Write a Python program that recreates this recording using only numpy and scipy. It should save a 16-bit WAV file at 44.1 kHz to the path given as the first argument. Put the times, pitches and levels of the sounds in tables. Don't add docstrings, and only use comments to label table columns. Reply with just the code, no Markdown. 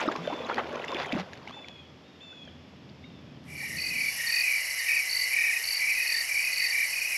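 import sys
import numpy as np
from scipy import signal
from scipy.fft import rfft, irfft, next_fast_len
from scipy.io import wavfile

SR = 44100
rng = np.random.default_rng(int(sys.argv[2]) if len(sys.argv) > 2 else 0)


def invert_db(x):
    u = np.asarray(x, float) / 20
    return 10 ** u


def digitize_waveform(pressure):
    field = np.atleast_2d(pressure).T
    bounded = np.clip(field, -1, 1)
    quanta = np.round(bounded * 32767).astype(np.int16)
    wavfile.write(sys.argv[1], SR, quanta)


N = 316197
T = np.arange(N) / SR


def rms_one(x):
    return x / np.sqrt(np.mean(x ** 2) + 1e-20)


def in_time(rows):
    s, *columns = np.transpose(rows)
    return [np.interp(T, s, c, left=-140, right=-140 if s[-1] < 7 else c[-1]) for c in columns]


def drift(rate):
    r = np.exp(-80 * np.pi * rate / SR)
    chance = rng.standard_normal(N // 40 + 2002)
    slow = signal.lfilter([1], [1, -2 * r, r * r], chance)[2000:]
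    return np.interp(np.arange(N) / 40, np.arange(len(slow)), rms_one(slow))


def band(x, low_hz, high_hz):
    return signal.sosfilt(signal.butter(2, [low_hz, high_hz], "band", fs=SR, output="sos"), x)


def lowpass(x, order, top_hz):
    return signal.sosfilt(signal.butter(order, top_hz, fs=SR, output="sos"), x)


def resonance(x, hz, width_hz):
    r = np.exp(-np.pi * width_hz / SR)
    feedback = [1, -2 * r * np.cos(2 * np.pi * hz / SR), r * r]
    return signal.lfilter([(1 - r * r) / 2, 0, (r * r - 1) / 2], feedback, x)


def noise(colour, patchy_db=0, rate=20):
    hz, level_db = np.transpose(colour)
    size = next_fast_len(N)
    grid = np.maximum(np.fft.rfftfreq(size, 1 / SR), 1)
    white = rng.standard_normal(N)
    if patchy_db:
        edges = 110 * 2 ** np.arange(0, 7.1, .7)
        together = drift(rate)
        early = slice(2 * SR)
        patches = 0
        for low_hz, high_hz in zip(edges, edges[1:]):
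            flicker = invert_db(patchy_db * (together + drift(rate))[early])
            patches = patches + band(white[early], low_hz, high_hz) * flicker
        white[early] = patches
    gain = invert_db(np.interp(np.log(grid), np.log(hz), level_db, left=-90, right=-90))
    return rms_one(irfft(rfft(white, size) * gain, size)[:N])


def add(out, s, peak_db, hz, fall_hz, length, skew=1.0, blunt=1.0, bend=0.89, overtone_db=-90):
    size = max(int(length * SR), 8)
    u = np.arange(size) / size
    phase = 2 * np.pi * np.cumsum(hz + fall_hz * (1 / (1 + bend) - u ** bend)) / SR
    stroke = invert_db(peak_db) * np.sin(np.pi * u ** skew) ** blunt * np.sin(phase)
    if overtone_db > -80:
        stroke = stroke * (1 + 2 * invert_db(overtone_db) * np.cos(phase))
    start = max(int((s - length * .5 ** (1 / skew)) * SR), 0)
    out[start:start + size] += stroke[:max(N - start, 0)]


def scatter(x, t60, wet_db):
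    t = np.arange(int(t60 * SR)) / SR
    tail = rng.standard_normal(len(t)) * invert_db(-60 * t / t60) * (t > .004)
    return x + invert_db(wet_db) * signal.oaconvolve(x, tail / np.sqrt(np.sum(tail ** 2)))[:N]


# (frequency [Hz], level [dB per Hz])
SLOSH_COLOUR = [(120, -36), (248, 8.5), (382, -16), (521, 3.5), (2000, -8), (2400, -24), (3900, -31),
                (6600, -120)]
# (frequency [Hz], level [dB per Hz])
SPRAY_COLOUR = [(1500, -18), (2030, 8), (3590, 2), (4050, -12), (7030, -16.5), (8930, -20), (11900, -34),
                (13500, -61)]


def slosh_and_spray():
    small = np.zeros(N)
    for when, pitch, size in rng.random((1100, 3)):
        hz = 380 * 12 ** pitch
        peak_db = -3.5 * np.log(1 - 0.66 * size) - 4 * np.log2(hz / 600)
        add(small, 1.7 * when, peak_db, hz, -.12 * hz, 5.4 / hz, skew=0.622, blunt=4.4)
    low = lowpass(small, 2, 1600)
    slosh = invert_db(0.5) * noise(SLOSH_COLOUR, patchy_db=2.5, rate=28.6) + invert_db(-10.5) * rms_one(low)
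    landings = rng.random(N) < 450 * (T < 1.6) / SR
    spatter = landings * invert_db(3.5 * np.minimum(rng.exponential(1, N), 2.5))
    crackle = 1 + 1.5 * signal.oaconvolve(spatter, np.exp(-np.arange(300) / 30.0))[:N]
    hissing = rms_one((crackle * noise(SPRAY_COLOUR, patchy_db=3.5, rate=54))[:2 * SR])
    spray = invert_db(-5.5) * rms_one(small - low)
    spray[:2 * SR] += invert_db(-3.5) * hissing
    return slosh, spray


# (time [s], pitch [Hz], peak level [dB])
BUBBLES = [(0.081, 324, -18), (0.088, 1255, -14.5), (0.119, 1660, -29), (0.156, 1100, -24),
           (0.274, 3170, -31), (0.278, 605, -18.5), (0.303, 766, -24), (0.408, 486, -25), (0.5, 865, -19.5),
           (0.545, 4000, -30), (0.582, 1970, -21), (0.583, 840, -21), (0.601, 1300, -22),
           (0.818, 2880, -34), (0.843, 2000, -25), (0.883, 2770, -24.5), (0.947, 3250, -23.5),
           (0.953, 365, -25.5), (0.96, 2380, -26.5), (1.005, 1620, -31), (1.008, 735, -24.5),
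           (1.03, 1550, -30), (1.048, 2040, -26), (1.127, 3660, -27), (1.129, 560, -29), (1.168, 335, -24),
           (1.177, 1360, -36), (1.135, 267, -20), (1.14, 2540, -33), (1.155, 213, -20.5), (1.199, 790, -25),
           (1.214, 2050, -34)]
# (time [s], pitch [Hz], peak level [dB])
DEEP_BUBBLES = [(0.327, 1005, -27), (0.536, 2380, -34), (.635, 1090, -37), (0.735, 580, -31),
                (0.771, 1435, -35), (0.926, 1070, -28.5), (0.993, 4700, -37), (1.095, 3120, -34),
                (1.174, 644, -29), (1.196, 184, -29.5), (1.571, 870, -39), (1.588, 830, -46),
                (2.33, 1530, -48), (3.043, 2220, -42.5), (3.633, 865, -43)]
# (time [s], pitch [Hz], peak level [dB])
DRIPS = [(1.334, 1770, -35), (1.475, 845, -35), (1.476, 2230, -30), (1.509, 1140, -32.5),
         (1.646, 2320, -34), (2.478, 1650, -42.5), (2.477, 620, -42), (2.452, 5560, -48),
         (2.891, 2820, -47), (2.893, 3700, -47), (2.898, 4700, -45)]
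# (time [s], pitch [Hz], peak level [dB], length [ms])
HULL_SLOPS = [
    (.205, 175, -34, 75),
    (0.33, 300, -29, 17.8),
    (0.016, 920, -34, 13.7),
    (0.025, 560, -46, 23),
    (.515, 1400, -25, 12.4),
]


def bubbles():
    out = np.zeros(N)
    timed = []
    for table, ring_on in [(BUBBLES + DRIPS, 1), (DEEP_BUBBLES, 2.85)]:
        for s, hz, db in table:
            ms = ring_on * 5.34 * (1000 / hz) ** 0.62
            timed.append((s, hz, db, ms))
    for s, hz, peak_db, ms in timed + HULL_SLOPS:
        add(out, s, peak_db - 3.0, hz, -min(.22 * hz, 260), 0.0014 * ms, skew=0.5, blunt=1.2)
    return out


# (time [s], pitch [Hz], peak level [dB])
SPITS = [(0.0167, 7580.0, -56.0), (0.066, 7750.0, -55), (0.0711, 6330, -55.0), (0.0784, 3720, -34.5),
         (0.0834, 5170.0, -42), (0.119, 3500, -38), (0.1205, 7060.0, -48), (0.162, 2600, -36),
         (0.1627, 5170.0, -42.0), (0.1821, 5510.0, -50), (0.4484, 3850, -37), (0.4666, 6500, -48),
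         (0.4905, 4310.0, -42), (0.5007, 6370.0, -56), (0.5595, 4650.0, -42), (0.5924, 3080, -42),
         (0.7576, 6200.0, -49), (0.8432, 4480.0, -55), (0.8882, 5130, -42), (0.9368, 5230, -45),
         (1.0224, 5000.0, -43), (1.1291, 4820.0, -40), (1.1298, 7060.0, -54), (1.3395, 6720.0, -54),
         (1.3765, 4480.0, -50), (1.4309, 4650.0, -54), (1.485, 2940, -40), (1.6847, 3110, -44)]


def spits():
    out = np.zeros(N)
    for s, hz, peak_db in SPITS:
        add(out, s, peak_db + 1, hz, -.1 * hz, .0045, skew=0.85)
    return out


# (time [s], length [s], level [dB], top frequency [Hz])
SURGES = [(.02, 0.054, -36, 4700), (0.121, 0.017, -33.5, 4380), (0.166, 0.029, -42, 4900),
          (0.331, 0.046, -39, 2370), (0.507, 0.052, -29.5, 2560), (0.589, 0.047, -29, 2760),
          (0.759, 0.052, -41, 3280), (0.835, 0.037, -43, 3350), (1.012, .09, -35.5, 4570),
          (1.182, 0.07, -47, 2500), (1.198, 0.051, -36, 4830), (1.49, 0.058, -48.5, 5230)]


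def surges():
    out = np.zeros(N)
    for s, length, db, top_hz in SURGES:
        size = int(length * SR)
        grit = rng.standard_normal(5000) * invert_db(5.0 * np.repeat(rng.standard_normal(100), 50))
        broad = band(band(grit, 260, top_hz), 250, 1.23 * top_hz)
        burst = rms_one(broad + 6.0 * band(grit, 355, 0.5 * top_hz))[-size:]
        start = max(int((s - length / 2) * SR), 0)
        out[start:start + size] += invert_db(db) * burst * np.sin(np.pi * np.linspace(0, 1, size) ** 0.9)
    return out


# (time [s], peak level [dB])
DROPS = [(0.1196, -39), (0.1618, -26), (0.274, -30), (0.544, -24), (0.592, -39), (0.757, -41),
         (0.8802, -32), (0.9182, -27.5), (0.9456, -27), (1.126, -27), (1.199, -31), (1.214, -37),
         (1.3332, -30.5), (1.3743, -40), (1.477, -34), (1.5097, -37), (1.685, -29.5), (3.4411, -45)]


def drops():
    clicks = np.zeros(N)
    clicks[[int(s * SR) for s, db in DROPS]] = invert_db(np.array(DROPS)[:, 1] + 7)
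    burst = rng.standard_normal(200) * np.exp(-np.arange(200) / 20)
    return band(band(signal.oaconvolve(clicks, burst)[:N], 1500, 4800), 1800, 12400)


# (time [s], slosh level [dB], spray level against the slosh [dB])
STROKE = [
    (0.0, -27.5, 0),
    (0.19, -31.5, -43),
    (0.22, -46.5, 3),
    (0.27, -31.5, -18),
    (1.118, -35, -3.5),
    (1.132, -31, -2.5),
    (1.282, -48, -5.5),
    (1.8, -55.5, -1),
]


def paddle():
    slosh_db, spray_db = in_time(STROKE)
    slosh, spray = slosh_and_spray()
    bright = invert_db(slosh_db + spray_db - 3) * spray + drops() + surges()
    dull = lowpass(bright, 6, 6800)
    top = invert_db(-2.5) * band(band(bright, 9600, 13000), 9600, 13000)
    return invert_db(slosh_db - 5.5) * slosh + bubbles() + spits() + dull + top


# (frequency [Hz], level [dB per Hz])
BREEZE_COLOUR = [(22, -32), (50, -21), (69, -11), (108, -4), (140, 4.5), (253, -1), (473, -25),
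                 (600, -13.5), (850, -40)]
# (frequency [Hz], level [dB per Hz])
HISS_COLOUR = [(240, 7), (400, 2.5), (1500, -8.5), (3480, -8.5), (3920, -15), (4700, -14.5), (5340, -14),
               (5800, -20.5), (7270, -28), (9070, -44.5), (11800, -33.5), (13500, -62)]
# (time [s], level [dB])
BREEZE = [
    (0.0, -61),
    (1.6, -60),
    (1.95, -63),
    (2.25, -64.5),
    (2.45, -59.5),
    (2.9, -59),
    (3.25, -55),
    (3.5, -57.5),
    (4.05, -61.5),
    (4.5, -84),
]


def lake_air():
    stirred_db = 11 * np.clip(1 - T / 1.8, 0, 1)
    fade_db = 80 * np.maximum(T - 3.99, 0)
    hum = rms_one(resonance(resonance(rng.standard_normal(N), 83, 12), 83, 14))
    breeze = invert_db(2.0 * drift(7.8)) * noise(BREEZE_COLOUR) + invert_db(-8.0) * hum
    hiss = noise(HISS_COLOUR)
    hiss = hiss - 0.71 * resonance(hiss, 9100, 700)
    return invert_db(in_time(BREEZE)[0] + 7.0) * breeze + invert_db(-54.5 + stirred_db - fade_db) * hiss


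# (time [s], length [s], top pitch [Hz], level [dB], hoarseness [0-1])
MEWS = [
    (0.227, 0.33, 893, -55.5, 0.64),
    (0.872, 0.22, 893, -54, 0.4),
    (1.513, 0.36, 882, -57, 0.26),
    (2.028, 0.41, 932, -67, 0.54),
    (2.199, 0.3, 889, -55.5, 0.34),
    (2.67, 0.23, 870, -78, 0.47),
    (3.028, 0.2, 932, -68, 0.3),
    (3.26, 0.12, 840, -72, .3),
    (4.037, 0.24, 886, -61, 0.2),
]
# (multiple of the pitch, level [dB])
MEW_PARTIALS = [(3, -10), (4, 0), (5, -21), (7, -31), (8, -19)]


def bird():
    out, wobble, gusts = np.zeros(N), drift(55), drift(8.7)
    for s, length, hz, level_db, hoarse in MEWS:
        on = slice(int(s * SR), int((s + length) * SR))
        u = (T[on] - T[on][0]) / length
        rough = hoarse * (0.36 + 3.3 * u ** 3) * wobble[on]
        glide = 1.014 - .2 * np.exp(-u / .028) - .105 * u ** 1.1 - .12 * u ** 22
        phase = 2 * np.pi * np.cumsum(hz * glide * (1 + .018 * rough)) / SR
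        shape = np.clip(u / 0.035, 0, 1) * np.clip((1 - u) / 0.026, 0, 1)
        shape = shape * invert_db(-5 * u + 6.5 * np.minimum(rough, .55))
        far_db = 0.23 * (level_db + 50.5)
        partials = sum(invert_db(db + k * far_db) * np.sin(k * phase) for k, db in MEW_PARTIALS)
        out[on] += invert_db(level_db + 9.0 - 3.3 * far_db + .7 * far_db * gusts[on]) * shape * partials
    return scatter(out, 1.0, -7.5)


# (time [s], level [dB])
NIGHT = [
    (3.43, -84),
    (3.5, -62),
    (3.62, -52.5),
    (4.18, -43.5),
    (7.17, -43.5),
]


def night_fade():
    return in_time(NIGHT)[0]


# (frequency [Hz], level [dB per Hz])
NIGHT_HISS = [(20, -23.5), (45, -24.5), (120, -26.5), (284, -33.5), (631, -22.5), (1440, -24.5),
              (2200, -1.5), (3000, -20), (3400, -31), (4450, -16.5), (5600, -11.5), (7600, -26),
              (11500, -30.5), (15900, -39)]


def night_hiss():
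    return noise(NIGHT_HISS)


# (first pause [s], last pause [s], number of pauses)
SHAKER_BOUTS = [(3.56, 3.667, 3), (3.746, 3.844, 3), (3.922, 4.121, 5), (4.153, 4.425, 7), (4.49, 4.684, 5),
                (4.762, 5.088, 7), (5.14, 5.264, 3), (5.306, 5.488, 5), (5.56, 5.754, 5), (5.79, 6.197, 10),
                (6.272, 6.373, 3), (6.444, 6.611, 4), (6.671, 6.822, 4), (6.884, 7.073, 4)]


def shaker():
    pauses = np.zeros(N)
    for first, last, count in SHAKER_BOUTS:
        for s in np.linspace(first, last, count):
            pauses[int((s - .019) * SR)] = 1
    dips = signal.oaconvolve(pauses, np.hanning(int(0.036 * SR)))[:N]
    envelope = 1 - np.clip(2.4 * dips, 0, 1)
    rasp = band(band(rng.standard_normal(N), 4900, 9400), 6700, 10200)
    rasp = rasp + 0.48 * resonance(rasp, 7750, 250) + 1.6 * resonance(rasp, 9700, 200)
    return envelope * invert_db(0.8 * drift(7.7)) * rms_one(rasp)


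def trill(hz, fall_hz, per_s, length, count):
    out = np.zeros(N)
    for voice in range(count):
        draws = rng.standard_normal((700, 2))
        times = 3.4 + np.cumsum(1 + .08 * draws[:, 0]) / (per_s * (1 + .06 * voice))
        for s, chance in zip(times[times < N / SR], draws[:, 1]):
            add(out, s, chance, hz * (1 - 0.015 * voice), fall_hz, length, overtone_db=-17.5)
    return out / np.std(out[-SR:])


def faint_singers():
    buzz = invert_db(-4.0) * trill(5603, 820, 72, .007, count=3)
    thin = invert_db(-3.5 + 1.4 * drift(8.1)) * trill(2886, 445, 52, .012, count=2)
    top = np.zeros(N)
    for s, db in HIGH_TREE_CRICKET:
        add(top, s, db + 15, 15600, 400, .011)
    return scatter(buzz + thin, 0.12, -8.0) + top


# (first stroke [s], last stroke [s])
KATYDID_RUNS = [(3.44, 3.5145), (3.5223, 3.5447), (3.5537, 3.7721), (3.7842, 4.1505), (4.1606, 4.1835),
                (4.1958, 4.2989), (4.3115, 4.4455), (4.4573, 4.5483), (4.5605, 4.5969), (4.6074, 4.7479),
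                (4.7591, 4.8937), (4.9027, 4.9562), (4.9683, 5.042), (5.0534, 5.3391), (5.3524, 5.3676),
                (5.38, 5.4978), (5.5087, 5.6432), (5.6553, 5.7155), (5.7245, 5.7462), (5.7584, 5.7949),
                (5.806, 5.9392), (5.9512, 6.0935), (6.1035, 6.1494), (6.1616, 6.25), (6.2598, 6.3937),
                (6.405, 6.5184), (6.5307, 6.6994), (6.7095, 6.9198), (6.932, 6.9982), (7.011, 7.1447),
                (7.1559, 7.1634)]
KATYDID_BREAKS = [3.399, 3.78, 4.191, 4.555, 4.964, 5.346, 5.754, 6.156, 6.53, 6.928, 7.3]
# (frequency [Hz], width [Hz], level [dB])
KATYDID_WING = [(8950, 1400, 23.5), (10300, 280, -13), (11200, 1500, 13.5), (12300, 130, -17.5),
                (11360, 600, -11), (12900, 470, -33)]


def katydid():
    closing, ringing = np.zeros(N), np.zeros(N)
    gap_s = .00746
    runs = [np.linspace(a, b, round((b - a) / gap_s) + 1) for a, b in KATYDID_RUNS]
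    times = np.concatenate(runs)
    phrase = np.interp(times, KATYDID_BREAKS, np.arange(len(KATYDID_BREAKS))) % 1
    for s, u, (late, loud, slip) in zip(times, phrase, rng.standard_normal((600, 3))):
        add(closing, s + 6e-5 * late, 1.2 * loud, 11000, 4800, .0024, blunt=0.58)
        add(closing, s + 0.0047 + 2e-4 * slip, -9 + late, 11600, 3500, .002, blunt=0.55)
        for hz in (10600 + 220 * u ** 2, 11450):
            add(ringing, s + .0005, -10 + 9 * u ** .7 + .8 * slip, hz, 60, .0072, skew=.6)
    wing = np.zeros(N)
    for k, (hz, width_hz, db) in enumerate(KATYDID_WING):
        wing += (-1) ** k * invert_db(db) * resonance(closing, hz, width_hz)
    song = invert_db(-7) * rms_one(closing) + rms_one(wing) + invert_db(-1.5) * rms_one(ringing)
    song = song - .75 * resonance(song, 10280, 300) - .7 * resonance(song, 11780, 200)
    song = band(song, 8600, 16000)
    return scatter(song / np.std(song[-SR:]), 0.14, -17)


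def chirps(table, hz, fall_hz, per_s, overtone_db):
    out = np.zeros(N)
    for start, length, db in table:
        draws = rng.standard_normal((16, 2))
        gaps = (1 + .3 * (np.arange(16) % 3 == 2) + 0.12 * draws[:, 0]) / per_s
        for s, chance in zip(start + np.cumsum(gaps) - gaps[0] / 2, draws[:, 1]):
            if s < start + length:
                build_db = -7 * np.exp(-(s - start) / 0.021)
                pitch = hz * (1 + 0.0082 * chance) + 4 * build_db
                add(out, s, db + build_db + 2.0 * chance, pitch, fall_hz, .018,
                    blunt=0.39, overtone_db=overtone_db)
    return out


# (time [s], level [dB])
CHORUS = [(3.45, -64), (3.63, -43), (4.07, -38.5), (4.26, -58), (4.34, -36.5), (4.79, -36), (4.96, -41),
          (5.2, -33.5), (5.72, -44.5), (5.85, -33), (6.36, -43), (6.63, -32.5), (6.91, -38.5), (6.99, -59),
          (7.17, -33)]
# (time [s], length [s], level [dB])
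FAR_FIELD_CRICKET = [
    (3.56, 0.059, -43.5),
    (3.93, 0.16, -35.5),
    (4.05, 0.11, -40.5),
    (4.45, 0.19, -38.5),
    (4.86, 0.15, -36.5),
    (5.27, .06, -35),
    (5.88, 0.24, -35.5),
    (6.33, 0.24, -35),
    (6.78, 0.27, -36.5),
]


def far_crickets():
    trees = invert_db(in_time(CHORUS)[0] - 1.5) * trill(2060.0, 150, 41, .018, count=2)
    field = invert_db(-3.5) * chirps(FAR_FIELD_CRICKET, 4510, 310, 50, -90)
    return scatter(trees, 0.15, -2.0) + scatter(field, 0.24, -.5)


# (time [s], strokes, strokes before the first hitch, level [dB])
NEAR_TREE_CRICKET = [
    (3.482, 8, 3, -23),
    (3.94, 7, 4, -22),
    (4.461, 6, 2, -22.5),
    (4.871, 7, 3, -22),
    (5.315, 8, 2, -21.5),
    (5.8, 6, 3, -22.5),
    (6.298, 6, 2, -23),
    (6.73, 5, 2, -21.5),
    (7.151, 1, 2, -20),
]


def near_tree_cricket():
    out = np.zeros(N)
    for start, strokes, lead, db in NEAR_TREE_CRICKET:
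        k = np.arange(round(strokes))
        hitch = (k >= round(lead)) & ((k - round(lead)) % 3 == 0)
        late, loud = rng.standard_normal((12, 2))[k].T
        times = start + .0235 * k + .008 * np.cumsum(hitch) + 0.00119 * late
        levels_db = db - 5 * np.exp(-k / 0.32) - 7.5 * hitch * (k == k[-1]) + 0.49 * loud
        for s, level_db in zip(times, levels_db):
            add(out, s, level_db, 2310, 250, .023, skew=.8, blunt=0.85, overtone_db=-36)
    return invert_db(night_fade() - NIGHT[-1][1]) * out


# (time [s], peak level [dB])
LOW_TREE_CRICKET = [(3.612, -40), (3.636, -40), (3.667, -38), (3.708, -37), (3.735, -39), (3.756, -35),
                    (4.185, -35), (4.206, -27.5), (4.243, -27.5), (4.275, -29), (4.3, -28), (4.336, -30),
                    (4.363, -30.5), (4.39, -28.0), (4.801, -30), (4.822, -35), (4.842, -31.5), (4.887, -30),
                    (4.905, -29.5), (4.935, -32), (4.968, -30), (5.336, -46), (5.352, -33.0),
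                    (5.383, -27.5), (5.415, -28), (5.447, -28.5), (5.48, -28.5), (5.511, -29.5),
                    (5.543, -27.5), (5.572, -29), (5.598, -34), (5.988, -33), (6.007, -35), (6.028, -32),
                    (6.056, -32), (6.095, -30.5), (6.116, -30), (6.15, -27.5), (6.177, -28), (6.217, -30),
                    (6.597, -44), (6.622, -34), (6.657, -30), (6.686, -33), (6.715, -31), (6.753, -31),
                    (6.786, -30.5), (6.816, -31.5), (6.845, -34), (6.863, -48)]
# (time [s], peak level [dB])
HIGH_TREE_CRICKET = [(3.791, -31), (3.84, -34), (3.863, -32), (3.88, -33), (3.91, -30.5), (3.928, -29.5),
                     (3.963, -31), (4.012, -31.0), (4.295, -35), (4.325, -29.0), (4.344, -28),
                     (4.372, -22.5), (4.397, -25.0), (4.416, -26.0), (4.442, -23), (4.477, -26), (4.5, -27),
                     (4.891, -26), (4.912, -25.0), (4.935, -23), (4.967, -24), (4.995, -28), (5.342, -30),
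                     (5.372, -33), (5.39, -27), (5.419, -28), (5.441, -26), (5.46, -27), (5.483, -30),
                     (5.501, -31), (5.527, -26.5), (5.55, -34), (5.569, -26), (5.89, -28), (5.906, -26),
                     (5.956, -28), (5.982, -26.5), (6.004, -24), (6.027, -25), (6.067, -28.5), (6.096, -28),
                     (6.121, -29), (6.401, -30), (6.423, -31), (6.449, -26.5), (6.477, -24), (6.505, -28.5),
                     (6.53, -32), (6.571, -29), (6.603, -27), (6.622, -33), (6.646, -26.5), (6.936, -27.5),
                     (6.966, -29), (6.985, -25.5), (7.021, -25.5), (7.055, -26.0), (7.079, -27),
                     (7.104, -31), (7.127, -27)]


def low_and_high_tree_crickets():
    out = np.zeros(N)
    for (s, db), slip in zip(LOW_TREE_CRICKET, rng.standard_normal(70)):
        add(out, s, db + 0.1, 1875 + 20 * slip, 230, .022, skew=.85, blunt=0.94, overtone_db=-18.5)
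    for (s, db), slip in zip(HIGH_TREE_CRICKET, rng.standard_normal(70)):
        add(out, s, db + 0.5, 2490 + 16 * slip, 260, .023, skew=.85, overtone_db=-22)
    return out


# (time [s], length [ms], peak level [dB])
FIELD_CRICKET = [(3.7721, 7.9, -34), (3.787, 5.3, -31), (3.8043, 8.5, -30), (3.8228, 9.7, -28),
                 (3.8458, 12, -30), (3.869, 9, -28.5), (3.89, 13, -29.5), (4.274, 14.5, -27),
                 (4.302, 12.5, -26.5), (4.327, 8.2, -23.5), (4.3452, 11.2, -25.5), (4.3661, 11.7, -26),
                 (4.3878, 11, -25.5), (4.41, 7.3, -23), (4.655, 11, -37), (4.709, 15, -35),
                 (4.798, 18, -33), (5.0975, 8.0, -27.5), (5.114, 8.2, -25.5), (5.132, 11, -24.5),
                 (5.1525, 10.2, -25), (5.1726, 10.9, -24), (5.196, 12.9, -26), (5.2191, 11.2, -25),
                 (5.2434, 13, -26.5), (5.6423, 6.3, -27), (5.655, 3.4, -30.0), (5.677, 7.4, -26.5),
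                 (5.689, 4.5, -24), (5.7108, 9.8, -25), (5.7298, 11.4, -25), (5.7518, 11.5, -26),
                 (5.774, 12.5, -25), (5.802, 11.5, -32), (6.0776, 7.6, -27), (6.1014, 7.2, -26),
                 (6.126, 7.9, -22.5), (6.1471, 9.7, -25), (6.167, 10.3, -25), (6.188, 11.7, -26),
                 (6.2096, 11, -25), (6.531, 7.9, -29.0), (6.543, 6.5, -29), (6.5626, 5.1, -28),
                 (6.583, 7.5, -25.5), (6.602, 9.4, -26), (6.6244, 11.3, -25.5), (6.645, 11.3, -26),
                 (6.6684, 11, -24), (6.709, 9.7, -25)]


def field_cricket():
    out = np.zeros(N)
    began = last = 0
    for s, ms, db in FIELD_CRICKET:
        if s - last > .1:
            began = s
        last = s
        hz = 4540 - 110 * np.exp(-(s - began) / .05)
        add(out, s, db + .6, hz, 480, .00122 * ms, skew=.9, blunt=.45, bend=3.2)
    return out


def near_crickets():
    trees = near_tree_cricket() + low_and_high_tree_crickets()
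    return scatter(trees, 0.17, -8) + scatter(field_cricket(), 0.45, -13.0)


def scene():
    lake = paddle() + lake_air() + bird()
    insects = invert_db(-1.06) * shaker() + faint_singers() + invert_db(2.0) * katydid()
    night = invert_db(night_fade()) * (invert_db(8) * night_hiss() + insects)
    return (lake + night + far_crickets() + near_crickets())[None]


def roll_off(x):
    return signal.sosfilt(signal.butter(12, 15800, fs=SR, output="sos"), x)


def record(dry):
    return roll_off(dry)


dry = scene()
out = record(dry)
digitize_waveform(out)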